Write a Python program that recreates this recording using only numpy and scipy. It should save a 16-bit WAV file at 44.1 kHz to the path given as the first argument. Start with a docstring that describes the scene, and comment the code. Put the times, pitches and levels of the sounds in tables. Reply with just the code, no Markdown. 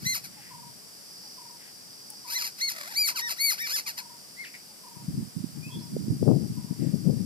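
"""A young babbler begs from a branch close by: each call climbs from a rasp into a clear nasal arch
and collapses into a rasp again as its syrinx tightens and slackens. Farther off a second babbler
answers, one bird repeats a low stuttering phrase and another whistles upwards, all echoed by the
thicket. Insects shrill in the leaves, and late on the wind buffets the two microphone ports."""
import sys
import numpy as np
from scipy import signal
from scipy.fft import rfft, irfft, next_fast_len
from scipy.io import wavfile
from scipy.ndimage import uniform_filter1d, map_coordinates

SR = 44100
rng = np.random.default_rng(int(sys.argv[2]) if len(sys.argv) > 2 else 0)


def file_out(sig):
    """Save sig as 16-bit WAV at sys.argv[1]."""
    # one column per channel
    cols = np.atleast_2d(sig).T
    # limit, then scale
    lim = np.clip(cols, -1, 1)
    pcm = np.round(lim * 32767).astype(np.int16)
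    wavfile.write(sys.argv[1], SR, pcm)


N = 319725

TOP_HZ = 15600  # band limit
SLACK_HZ, TAUT_HZ = 480, 2154.3  # pitch of a slack syrinx and of a typically taut one
# A muffled babbler's tone colour. Each row: frequency in Hz, relative level in dB.
MUFFLED_THROAT = [(700, -22), (1400, -20.5), (2150, 8), (2600, -0.5), (3200, -17.5), (4300, -11.5),
                  (6500, -11.5), (12000, -41)]


def amp(db):
    """Decibels to gain."""
    return 10 ** (np.asarray(db) / 20)


def unit(x):
    """Scaled to rms 1."""
    return x / np.sqrt(np.mean(x ** 2) + 1e-20)


def along(points, hz):
    """Read a curve of (Hz, value) points on a log frequency axis."""
    point_hz, values = np.transpose(points)
    return np.interp(np.log(hz + 1), np.log(point_hz + 1), values)


def curves(rows):
    """One value per sample for each column after the time."""
    s, *columns = np.transpose(rows)
    return [np.interp(np.arange(N) / SR, s, column) for column in columns]


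def wobble(rate):
    """A smooth random curve, rate knots a second."""
    knots = rng.standard_normal(int(N * rate / SR) + 4)
    grid = np.linspace(0, len(knots) - 1, 10 * len(knots))
    return np.interp(np.arange(N) * (rate / SR), grid, map_coordinates(knots, [grid]))


def filtered(x, response):
    """x through a complex frequency response."""
    size = next_fast_len(N + 8192)
    return irfft(rfft(x, size) * response(np.fft.rfftfreq(size, 1 / SR)), size)[..., :N]


def coloured(x, spectrum):
    """x through a (Hz, dB) spectrum."""
    return filtered(x, lambda hz: amp(along(spectrum, hz)))


def noise(spectrum, channels=2):
    """Unrelated coloured noises of rms 1."""
    return unit(coloured(rng.standard_normal((channels, N)), spectrum))


def add(track, s, sound):
    """Mix a short sound into the track at time s."""
    start = max(round(s * SR), 0)
    part = track[..., start:start + sound.shape[-1]]
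    part += sound[..., :part.shape[-1]]


def swells(rows):
    """A gain curve of smooth swells, each centred on its time."""
    gain = np.zeros(N)
    for s, length, db in rows:
        add(gain, s - length / 2, amp(db) * np.hanning(int(length * SR)))
    return gain


def control_times():
    """Times in seconds, a millisecond apart, for gestures and gusts."""
    return np.arange(0, N / SR, .001)


def near_babbler():
    """The begging bird, a little to the right: arched calls, harsh chaks, spits of hiss and a creak."""
    # Arched calls. Each row: time of the top, rise, hold and slackening time constant in seconds,
    # top pitch in Hz, flatness of the rise, sag from 0 to 1, seconds voiced before and after the top,
    # relative clear and rasp levels in dB, grit exponent.
    arches = [(.105, 0.073596, 0.035282, 0.02234, 2110, 6.7806, 0.13, 0.041595, 0.06606, -26.5, -30, 2.3094),
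              (2.367, 0.07022, 0.010294, 0.06969, 2077, 1.4741, .03, 0.05919, 0.10815, -25.5, -31, 5.639),
              (2.651, 0.05453, 0.04125, 0.020466, 2186, 6.1837, 0.06, 0.03574, 0.06499, -27, -32.5, 1.787),
              (3.008, .073, .065, .023, 2430, 5.2, .18, .038, .094, -23, -27, 1.05),
              (3.246, .052, 0.042406, 0.020873, 1915, 8.8445, .11, .024, 0.07601, -32.5, -28.5, 2.3),
              (3.446, .075, .062, .021, 2286, 9.4, .16, 0.03785, .088, -22, -28.5, 1.6037),
              (3.624, .046, .045, .017, 1890, 9.7, .15, .023, .068, -32, -32, 3.1),
              (3.748, .056, .011, 0.039695, 1791, 2.1, .05, .05, 0.046664, -26, -29.5, 6.5)]
    # The other side of the syrinx joins in once. Each row: as for the arches.
    second_side_arches = [(3.647, .06, .024, .02, 2327, 3.5, .05, 0.0298, 0.02541, -36, -37, 1.546)]
    # Each row: start in seconds, starting pitch in Hz, hold in seconds, relative level in dB.
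    chaks = [(0.241, 854.9, 0.01621, -39), (3.16, 1575, 0.048263, -29.5), (3.867, 1217, 0.03, -31),
             (3.98, 966, 0.0098, -31.5)]
    # Hiss where the voice cracks. Each row: middle and length in seconds, relative level in dB.
    cracks = [(.153, 0.0711, -36), (2.335, 0.0976, -38.5), (2.703, 0.03519, -36), (3.076, 0.0921, -28.5),
              (3.182, 0.05931, -34), (3.305, 0.04996, -46), (3.515, 0.06936, -31.5), (3.617, 0.04994, -38),
              (3.755, 0.1267, -33.5), (3.884, .06, -41.5)]
    # Colours of the open throat and of the hiss. Each row: frequency in Hz, relative level in dB.
    throat = [(450, -15), (900, -13), (1500, -8.5), (2300, -4), (3100, -13), (3650, -20), (4350, 1.5),
              (5450, -2.5), (6350, -5), (6900, -7.5), (7800, -17.5), (9500, -8), (10600, -6), (13000, -5),
              (15500, -16.5)]
    spit_colour = [(3000, -39.5), (4700, -5), (6200, -6), (8100, -11.5), (9400, 2.5), (10900, -9.5),
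                   (12600, 3), (14000, -3.5), (15500, -15.5)]
    notes = [arch(*row) for row in arches] + [chak(*row) for row in chaks]
    voice = syrinx(phrase(notes), throat, flutter_db=1.7, clear_db=-4.5)
    second_notes = [arch(*row) for row in second_side_arches]
    second_side = syrinx(phrase(second_notes), MUFFLED_THROAT, flutter_db=9, clear_db=-7)
    hiss = beak_sway(noise(spit_colour, channels=1)[0])
    spits = swells(cracks) * hiss * amp(2.804 * wobble(450) - 1.0)
    bird = voice + second_side + spits + creak()
    heard = in_thicket(bird, lag_ms=.228, echo_db=-20, leaves_db=-6, leaves_t60=.024)
    return amp(-1.5) * head_turning(heard)


def arch(s, rise, hold, slacken, top_hz, flatness, sag, before, after, clear_db, rasp_db, grit):
    """The syrinx tightens, holds and breaks into a downsweep; tension sets pitch, level and rasp."""
    break_s = .003  # how gradually the held note tips into its fall
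    t = control_times() - s
    tightening = 1 / (1 + (np.maximum(-t, 0) / rise) ** flatness)
    slackening = np.exp(-break_s * np.logaddexp(0, (t - hold) / break_s) / slacken)
    tension = tightening * slackening * np.exp(-abs(sag) * np.abs(t / rise) ** 1.25)
    pitch = SLACK_HZ + (top_hz - SLACK_HZ) * tension
    purity = tension ** abs(grit)  # a gritty call rings clear only at its very top
    level_db = rasp_db + (clear_db - rasp_db) * purity ** 2.555
    return note(pitch, purity, level_db, s - before, s + after, attack_db_per_s=480)


def chak(s, start_hz, hold, level_db, slacken_s=.05):
    """A sudden rasp from a syrinx that is already slackening."""
    above_hz = (start_hz - SLACK_HZ) * np.exp(-np.maximum(control_times() - s, 0) / slacken_s)
    tension = above_hz / (TAUT_HZ - SLACK_HZ)
    return note(SLACK_HZ + above_hz, tension, level_db, s, s + hold, attack_db_per_s=1999.5)


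def note(pitch, tension, level_db, start, end, attack_db_per_s, release_db_per_s=616.5):
    """The voice swells in, holds from start to end and lets go: rows of time, pitch, dB, roughness."""
    # A slack syrinx rasps, a taut one rings clear. Each row: tension, roughness, both from 0 to 1.
    roughness_by_tension = [(0, 1), (.3, .8), (.68, .52), (.91, .04), (1, 0)]
    t = control_times()
    fade_db = attack_db_per_s * np.maximum(start - t, 0) + release_db_per_s * np.maximum(t - end, 0)
    roughness = np.interp(tension, *np.transpose(roughness_by_tension))
    return np.column_stack([t, pitch, np.maximum(level_db - fade_db, -120), roughness])


def phrase(notes):
    """One voice sings all the notes: at each moment the strongest has the syrinx."""
    notes = np.array(notes)
    strongest = np.argmax(notes[..., 2], axis=0)
    return notes[strongest, np.arange(notes.shape[1])]


def syrinx(gesture, throat, flutter_db, clear_db, harmonics=16):
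    """A harmonic voice through a fixed throat; as it slackens, cycles go irregular and hiss pulses in."""
    # Colour from call to call. Each row: time in seconds, fundamental and high overtone gains in dB.
    voicing = [(.2, -0.5, 0), (2.3, -2.5, -7), (2.7, -3, -1.5), (2.97, -5, -2.5), (3.25, 0.5, -7),
               (3.45, 1, 2), (3.62, 0, -8), (3.75, -3.5, -3.5), (4.3, -3, -12)]
    # A rasp is brighter than the clear voice. Each row: frequency in Hz, gain in dB.
    rasp_tilt = [(700, -3), (1600, 1), (2800, 1.5), (4000, 1), (4650, 2), (5600, -0.5), (7000, 4),
                 (8200, -1), (9400, 4), (10900, -2.5), (12600, 4), (14500, 0)]
    pitch, level_db, rough = curves(gesture)
    rough = np.clip(rough, 0, 1)
    breath = amp(level_db) * np.clip((level_db + 64.5) / 6, 0, 1)  # too soft a breath stays silent
    on = breath > 0
    jitter = (.006 + .055 * rough) * wobble(1300) + (.003 + .014 * rough) * wobble(130)
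    pitch = pitch * (1 + jitter)
    phase = 2 * np.pi * np.cumsum(pitch) / SR
    order = np.arange(1, harmonics + 1)[:, None]
    hz = order * pitch[on]
    # a clear, softly blown note has a smoother pulse, so its high overtones are weaker
    edge_db = (clear_db + 1.5 * np.clip(level_db[on] + 24, -12, 1.5)) * (1 - rough[on])
    pulse_db = edge_db * np.clip((order - 2) / 2.3936, 0, 1.25)
    fundamental_db, overtones_db = curves(voicing)
    voicing_db = (order == 1) * fundamental_db[on] + np.clip(hz / 3000 - 1.7, 0, 1) * overtones_db[on]
    gains = amp(along(throat, hz) + pulse_db + voicing_db) * (hz < TOP_HZ)
    tone = np.zeros(N)
    tone[on] = np.sum(gains * np.sin(order * phase[on]), axis=0) / np.sqrt(np.sum(gains ** 2, axis=0) / 2)
    bursts = rng.standard_normal(N) * (1 + np.cos(phase)) ** 2  # one burst of air per cycle
    low_cut_throat = [(100, -55.5)] + list(throat)
    hiss = filtered(bursts, lambda f: amp(along(low_cut_throat, f) + along(rasp_tilt, f)))
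    hiss = beak_sway(unit(hiss))
    hiss_share = .0004 + .44 * rough ** 1.5
    flutter = amp(flutter_db * rough * wobble(330) + 1.3 * wobble(85))
    return breath * flutter * (np.sqrt(1 - hiss_share) * tone + np.sqrt(hiss_share) * hiss)


def creak(scatter_cycles=.055):
    """Between two calls the nearly slack syrinx grates in uneven clicks through a half-closed throat."""
    # Each row: time in seconds, pitch in Hz, relative level in dB.
    gesture = [(2.73, 712, -46.5), (2.765, 650, -39), (2.85, 545.8, -39.5), (2.912, 928.4, -43),
               (2.95, 720.8, -40.5)]
    # Each row: frequency in Hz, relative level in dB.
    half_closed_throat = [(300, -34.5), (600, -6), (1400, -2.5), (1900, 5), (2900, -12), (4500, -2),
                          (8000, -11.5), (12700, -6), (15500, -19)]
    s, pitch, level_db = np.transpose(gesture)
    t = np.arange(N) / SR
    click_hz = np.interp(t, s, pitch) * (1 + .025 * wobble(110))
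    cycles = np.cumsum(click_hz) / SR + scatter_cycles * wobble(420)
    clicks = np.diff(np.floor(cycles), prepend=0) * amp(4.5 * wobble(220))
    grating = unit(coloured(clicks, half_closed_throat))
    breath = amp(-9) * noise(half_closed_throat, channels=1)[0]
    return amp(np.interp(t, s, level_db, left=-120, right=-120)) * unit(grating + breath)


def beak_sway(x, share=.022, rate=25):
    """The beak opens and closes a little, so the resonances of a hiss slide by a share of their pitch."""
    return map_coordinates(x, [np.arange(N) + share * SR / rate * wobble(rate)])


def head_turning(x, swing_db=2.5, rate=5):
    """The beak beams the treble; as the head turns, it favours one port and then the other."""
    treble = signal.sosfiltfilt(signal.butter(3, 7000, "high", fs=SR, output="sos"), x)
    turn = wobble(rate) * np.array([[.5], [-.5]])
    gains = amp(swing_db * turn)
    beamed = np.array([map_coordinates(port, [np.arange(N) + lead]) for port, lead in zip(treble, turn)])
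    return x - treble + beamed * gains / np.sqrt(np.mean(gains ** 2, axis=0))


def far_babblers():
    """Others of the flock, dulled by the foliage: one answer and a few hoarse calls."""
    # The answering bird. Each row: as for the near babbler's arches and chaks.
    arches = [(4.412, .072, .032, .02, 2182, 7.3, .25, 0.01697, .056, -44.5, -48, 1.7918)]
    chaks = [(4.542, 760, 0.013795, -51)]
    # Hoarse calls deep in the thicket. Each row: middle and length in seconds, relative level in dB.
    rasps = [(0.445, 0.3707, -61.5), (1.648, 0.207, -62), (6.84, 0.2097, -64.5)]
    # Each row: frequency in Hz, relative level in dB.
    rasp_colour = [(1100, -32), (1600, -2.0), (2050, 3.0), (2800, -2.5), (5000, -23)]
    notes = [arch(*row) for row in arches] + [chak(*row) for row in chaks]
    voice = syrinx(phrase(notes), MUFFLED_THROAT, flutter_db=1.0, clear_db=-6)
    hoarse = swells(rasps) * noise(rasp_colour, channels=1)[0]
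    return amp(4.5) * in_thicket(voice + hoarse, lag_ms=.04, echo_db=-8, leaves_t60=.03, depth=1.3)


def stutterer():
    """A distant bird repeats a soft lead note and a run of five falling ones."""
    # Each row: start of the run in seconds, relative level in dB.
    phrases = [(0.504, -48.5), (1.374, -52), (2.243, -48.5), (3.108, -50.5), (3.975, -52), (4.832, -52.5),
               (5.688, -56), (6.562, -57.5)]
    # One phrase. Each row: offset and length in seconds, start and end pitch in Hz, accent in dB.
    notes = [(-.14, 0.0421, 891.8, 805.1, -6), (0.002, 0.03041, 1063, 898, 1.5),
             (0.033, 0.028626, 1059, 895.8, 2), (0.075, 0.02507, 994.8, 902.7, 1),
             (.12, .026, 1030, 910, 1.5), (0.143, 0.05464, 971.1, 942.7, -1)]
    song = np.zeros(N)
    for s, db in phrases:
        for offset, length, start_hz, end_hz, accent_db in notes:
            gain = amp(db + accent_db + rng.normal(0, 1))
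            add(song, s + offset, gain * glide(length, start_hz, end_hz))
    return amp(-3) * in_thicket(song, lag_ms=0.1153, echo_db=-7.5)


def whistlers():
    """Small birds: a rising whistle that breaks into a warble, and one thin chip."""
    # Each row: start and length in seconds, start and end pitch in Hz, relative level in dB,
    # warble depth in Hz.
    whistles = [(5.61, .098, 2340, 2720, -45, 0), (5.693, 0.10193, 3253, 3480, -45, 103),
                (5.787, .028, 3882, 4600, -51.5, 120), (5.797, 0.06934, 5107, 5380, -47, 119.5),
                (6.828, 0.02887, 7500, 7780, -46, 150)]
    song = np.zeros(N)
    for s, length, start_hz, end_hz, db, warble_hz in whistles:
        add(song, s, amp(db) * glide(length, start_hz, end_hz, warble_hz, softness=1.595))
    return amp(-3.5) * in_thicket(song, lag_ms=.03, echo_db=-6, depth=2.1)


def glide(length, start_hz, end_hz, warble_hz=0, warble_rate=78, softness=0.4866):
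    """One pure gliding note that swells and fades."""
    t = np.arange(int(length * SR)) / SR
    hz = start_hz + (end_hz - start_hz) * t / length + warble_hz * np.sin(2 * np.pi * warble_rate * t)
    envelope = np.abs(np.sin(np.pi * t / length)) ** softness
    return np.sqrt(2) * envelope * np.sin(2 * np.pi * np.cumsum(hz) / SR)


def wind():
    """Eddies hit each port on their own; a sustained hard gust makes smaller, brighter eddies."""
    # Colours of the low buffeting and the small eddies. Each row: frequency in Hz, relative level in dB.
    buffet_colour = [(25, -0.5), (70, -13), (110, -2.5), (150, 2), (220, -4), (330, -14), (500, -33.5),
                     (900, -71.5), (2000, -90.5)]
    eddy_colour = [(150, -5), (280, 9.5), (420, 6.5), (600, -1.5), (850, -14.5), (1250, -39), (2500, -75.5)]
    # Hard puffs. Each row: middle in seconds, relative level in dB, left over right in dB, pitch in Hz.
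    puffs = [(0.065, -23.5, 20, 137.1), (5.085, -19.5, 13, 159.7), (5.179, -18.5, 14.5, 138.2),
             (5.443, -18, -25, 222.4), (5.967, -17, -34, 410), (6.083, -19.5, 21, 244.4),
             (6.228, -12.5, 20, 400), (6.278, -10, 35, 400), (6.301, -12.5, 35, 210.5),
             (6.314, -12.5, 35, 301.3)]
    gust = gust_strength()
    force = gust * unit(amp(1.6205 * np.array([wobble(180), wobble(180)])))
    sustained = np.abs(uniform_filter1d(gust, size=3000, axis=1))
    brightness = np.clip(sustained / amp(-14.5), 0, 1.2) ** 2
    turbulence = (noise(buffet_colour) + brightness * noise(eddy_colour)) / np.sqrt(1 + brightness ** 2)
    air = amp(0.8685) * force * turbulence
    t = np.arange(-SR // 40, SR // 40) / SR
    for s, db, side_db, hz in puffs:
        puff = -np.cos(2 * np.pi * hz * t) / np.cosh(2.5 * hz * t)  # one dull push between soft rebounds
        pan = unit(amp([[side_db / 2], [-side_db / 2]]))
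        add(air, s + t[0], amp(db) * pan * puff)
    pressure = .5 * np.tanh(air / .5)  # the hardest buffets are rounded off
    return signal.sosfilt(signal.butter(3, [98, 1300], "band", fs=SR, output="sos"), pressure)


def gust_strength(drop_db=19.5, rise_share=0.3324):
    """Wind pressure on the left and right port: quick swells that die away, over a slower breeze."""
    # Each row: crest in seconds, seconds to fall by drop_db, relative left and right levels in dB.
    gusts = [(0.033, 0.0946, -34, -38), (0.687, 0.0011, -37.5, -64.0), (4.966, 0.0135, -32.0, -64.0),
             (5.024, 0.1187, -45, -38), (5.097, 0.0321, -35.5, -25), (5.142, 0.0648, -26.0, -30.5),
             (5.185, 0.0688, -31, -23.5), (5.224, 0.0116, -31.5, -31.0), (5.249, 0.0369, -64.0, -29.0),
             (5.366, 0.035, -64.0, -27.5), (5.402, 0.2454, -47.0, -35.5), (5.573, 0.1088, -31.0, -52.5),
             (5.668, 0.0771, -35.0, -34.5), (5.761, 0.1312, -28, -31.5), (5.932, 0.1572, -31, -30.0),
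             (5.999, 0.0466, -35.5, -24), (6.046, 0.289, -64.0, -27.5), (6.103, 0.038, -40.5, -16),
             (6.125, 0.0481, -18.5, -63.0), (6.21, 0.0578, -23.5, -30), (6.227, 0.0289, -15, -45),
             (6.277, 0.0791, -12, -30.5), (6.317, 0.2448, -16.5, -33.5), (6.423, 0.0339, -20, -64.0),
             (6.501, 0.0323, -23.5, -25.5), (6.574, 0.0433, -26.0, -35), (6.644, 0.0113, -23, -64.0),
             (6.708, 0.0173, -16.5, -64.0), (6.725, 0.0068, -18.5, -36.0), (6.794, 0.0225, -21.5, -32),
             (6.829, 0.2036, -21.5, -64.0), (6.87, 0.0303, -19.5, -64.0), (6.94, 0.0615, -16.5, -64.0),
             (7.072, 0.0574, -15, -64.0), (7.1, 0.5662, -22.5, -40)]
    # Each row: time in seconds, relative level in dB.
    breeze = [(0, -51.5), (.35, -57.5), (.7, -53.5), (.82, -69.5), (4.8, -68.5), (5.05, -51), (5.3, -62),
              (5.75, -53.5), (6.3, -45), (6.6, -46.5), (7.25, -45.5)]
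    t = control_times()
    power = np.tile(amp(np.interp(t, *np.transpose(breeze))) ** 2, (2, 1))
    for s, fall_s, left_db, right_db in gusts:
        from_crest = np.maximum(t - s, (s - t) / rise_share) / fall_s
        power += amp(np.array([[left_db], [right_db]]) - drop_db * from_crest) ** 2
    return np.array([np.interp(np.arange(N) / SR, t, port) for port in np.sqrt(power)])


def insects():
    """Many shrill wings blur into one band; the nearest insect adds a faint pulsing, wavering line."""
    # The swell of the chorus. Each row: time in seconds, relative level in dB.
    chorus_levels = [(0, -55), (.9, -55), (1.25, -50), (1.6, -54.5), (2.2, -51.5), (4.3, -54.5), (5.4, -57),
                     (6.1, -55), (7.25, -55)]
    # Each row: frequency in Hz, relative level in dB.
    wing_colour = [(4150, -60), (4330, -11), (4480, -2.5), (4680, .5), (4950, 1), (5200, -2.5),
                   (5550, -2.5), (5970, -6), (6180, -22), (7000, -45)]
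    level_db, = curves(chorus_levels)
    t = np.arange(N) / SR
    pulsing = 1 + .25 * np.sin(2 * np.pi * 84 * t + wobble(3.2))
    line_hz = 4955 + 35 * wobble(120)
    line = np.sin(2 * np.pi * np.cumsum(line_hz) / SR) * amp(1.309 * wobble(18))
    nearest = pulsing * (noise(wing_colour, channels=1)[0] + amp(-4) * line)
    chorus = amp(-2) * noise(wing_colour) + in_thicket(nearest, lag_ms=.37, echo_db=-10, leaves_db=-18)
    return amp(level_db + 0.4312) * chorus


def woodland():
    """A soft wash of leaves and far air, with the tick of a twig."""
    # Each row: start in seconds, relative level in dB.
    ticks = [(2.102, -25.5)]
    # Colours of the wash and of the twig. Each row: frequency in Hz, relative level in dB.
    air_colour = [(25, -12), (60, -11), (110, 1), (185, 8.5), (260, 4.5), (400, 2), (800, -1), (1400, -5),
                  (3500, -6.5), (6400, -3.5), (8100, 1), (10000, -1), (12500, -2.5), (14200, -8),
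                  (15500, -13.5)]
    twig_colour = [(3000, -38), (7000, -7), (9000, 4.5), (11000, -4.5), (15000, -7.5)]
    tick_envelope, tick_t60 = np.zeros(N), 0.03243
    t = np.arange(SR // 20) / SR
    for s, db in ticks:
        add(tick_envelope, s, amp(db - 7.5 - 60 * t / tick_t60))
    wash = amp(-50 + 0.1467 * wobble(2.1574)) * noise(air_colour)
    return wash + tick_envelope * noise(twig_colour)


def in_thicket(x, lag_ms, echo_db, leaves_db=-9, leaves_t60=0.17, depth=1):
    """Sound reaches the left port late; leaves scatter its treble; the echo lengthens with depth."""
    # The thicket's echo. Each row: frequency in Hz, seconds to fall by 60 dB at depth 1.
    decay_times = [(500, 0.0793), (3000, 0.2114), (12000, 0.0948)]
    direct = filtered(x, lambda hz: np.exp(np.pi * 1j * hz * lag_ms / 1000 * np.array([[-1], [1]])))
    hz, t, bands = signal.stft(rng.standard_normal((2, SR // 2)), SR, nperseg=256)
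    t60 = depth * along(decay_times, hz)[:, None]
    tail = signal.istft(bands * amp(-60 * t / t60), SR, nperseg=256)[1]
    leaves = np.diff(rng.standard_normal(tail.shape), prepend=0)
    leaves *= amp(-60 * np.arange(tail.shape[1]) / SR / leaves_t60)
    echo = amp(echo_db) * tail / np.linalg.norm(tail[0])
    scatter = amp(leaves_db) * leaves / np.linalg.norm(leaves[0])
    return direct + signal.fftconvolve(x[None], echo + scatter, axes=1)[:, :N]


def scene():
    """Birds, insects and wind among the trees."""
    return near_babbler() + far_babblers() + stutterer() + whistlers() + insects() + wind() + woodland()


def record(dry):
    """The two ports colour the treble differently, and nothing passes above the band limit."""
    # The left port is the brighter one. Each row: frequency in Hz, left over right in dB.
    port_balance = [(500, 0.5), (2200, 4), (3200, -2.5), (4700, 1.5), (6600, -5), (8200, 0.5), (10500, 4.5),
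                    (12500, 11.5), (15000, 18.5)]
    # The lag between left and right varies with frequency.
    # Each row: frequency in Hz, extra lag of the left in radians.
    uneven_lag = [(1500, -0.1476), (2300, 1.6266), (3000, 0.323), (3800, -0.7922), (4500, 0.3818)]

    def response(hz):
        side = np.array([[.5], [-.5]])
        gains = amp(along(port_balance, hz) * side)
        lag = np.exp(-1j * along(uneven_lag, hz) * side)
        return lag * gains / np.sqrt(np.mean(gains ** 2, axis=0)) * (hz < TOP_HZ)
    return filtered(dry, response)


dry = scene()
out = record(dry)
file_out(out)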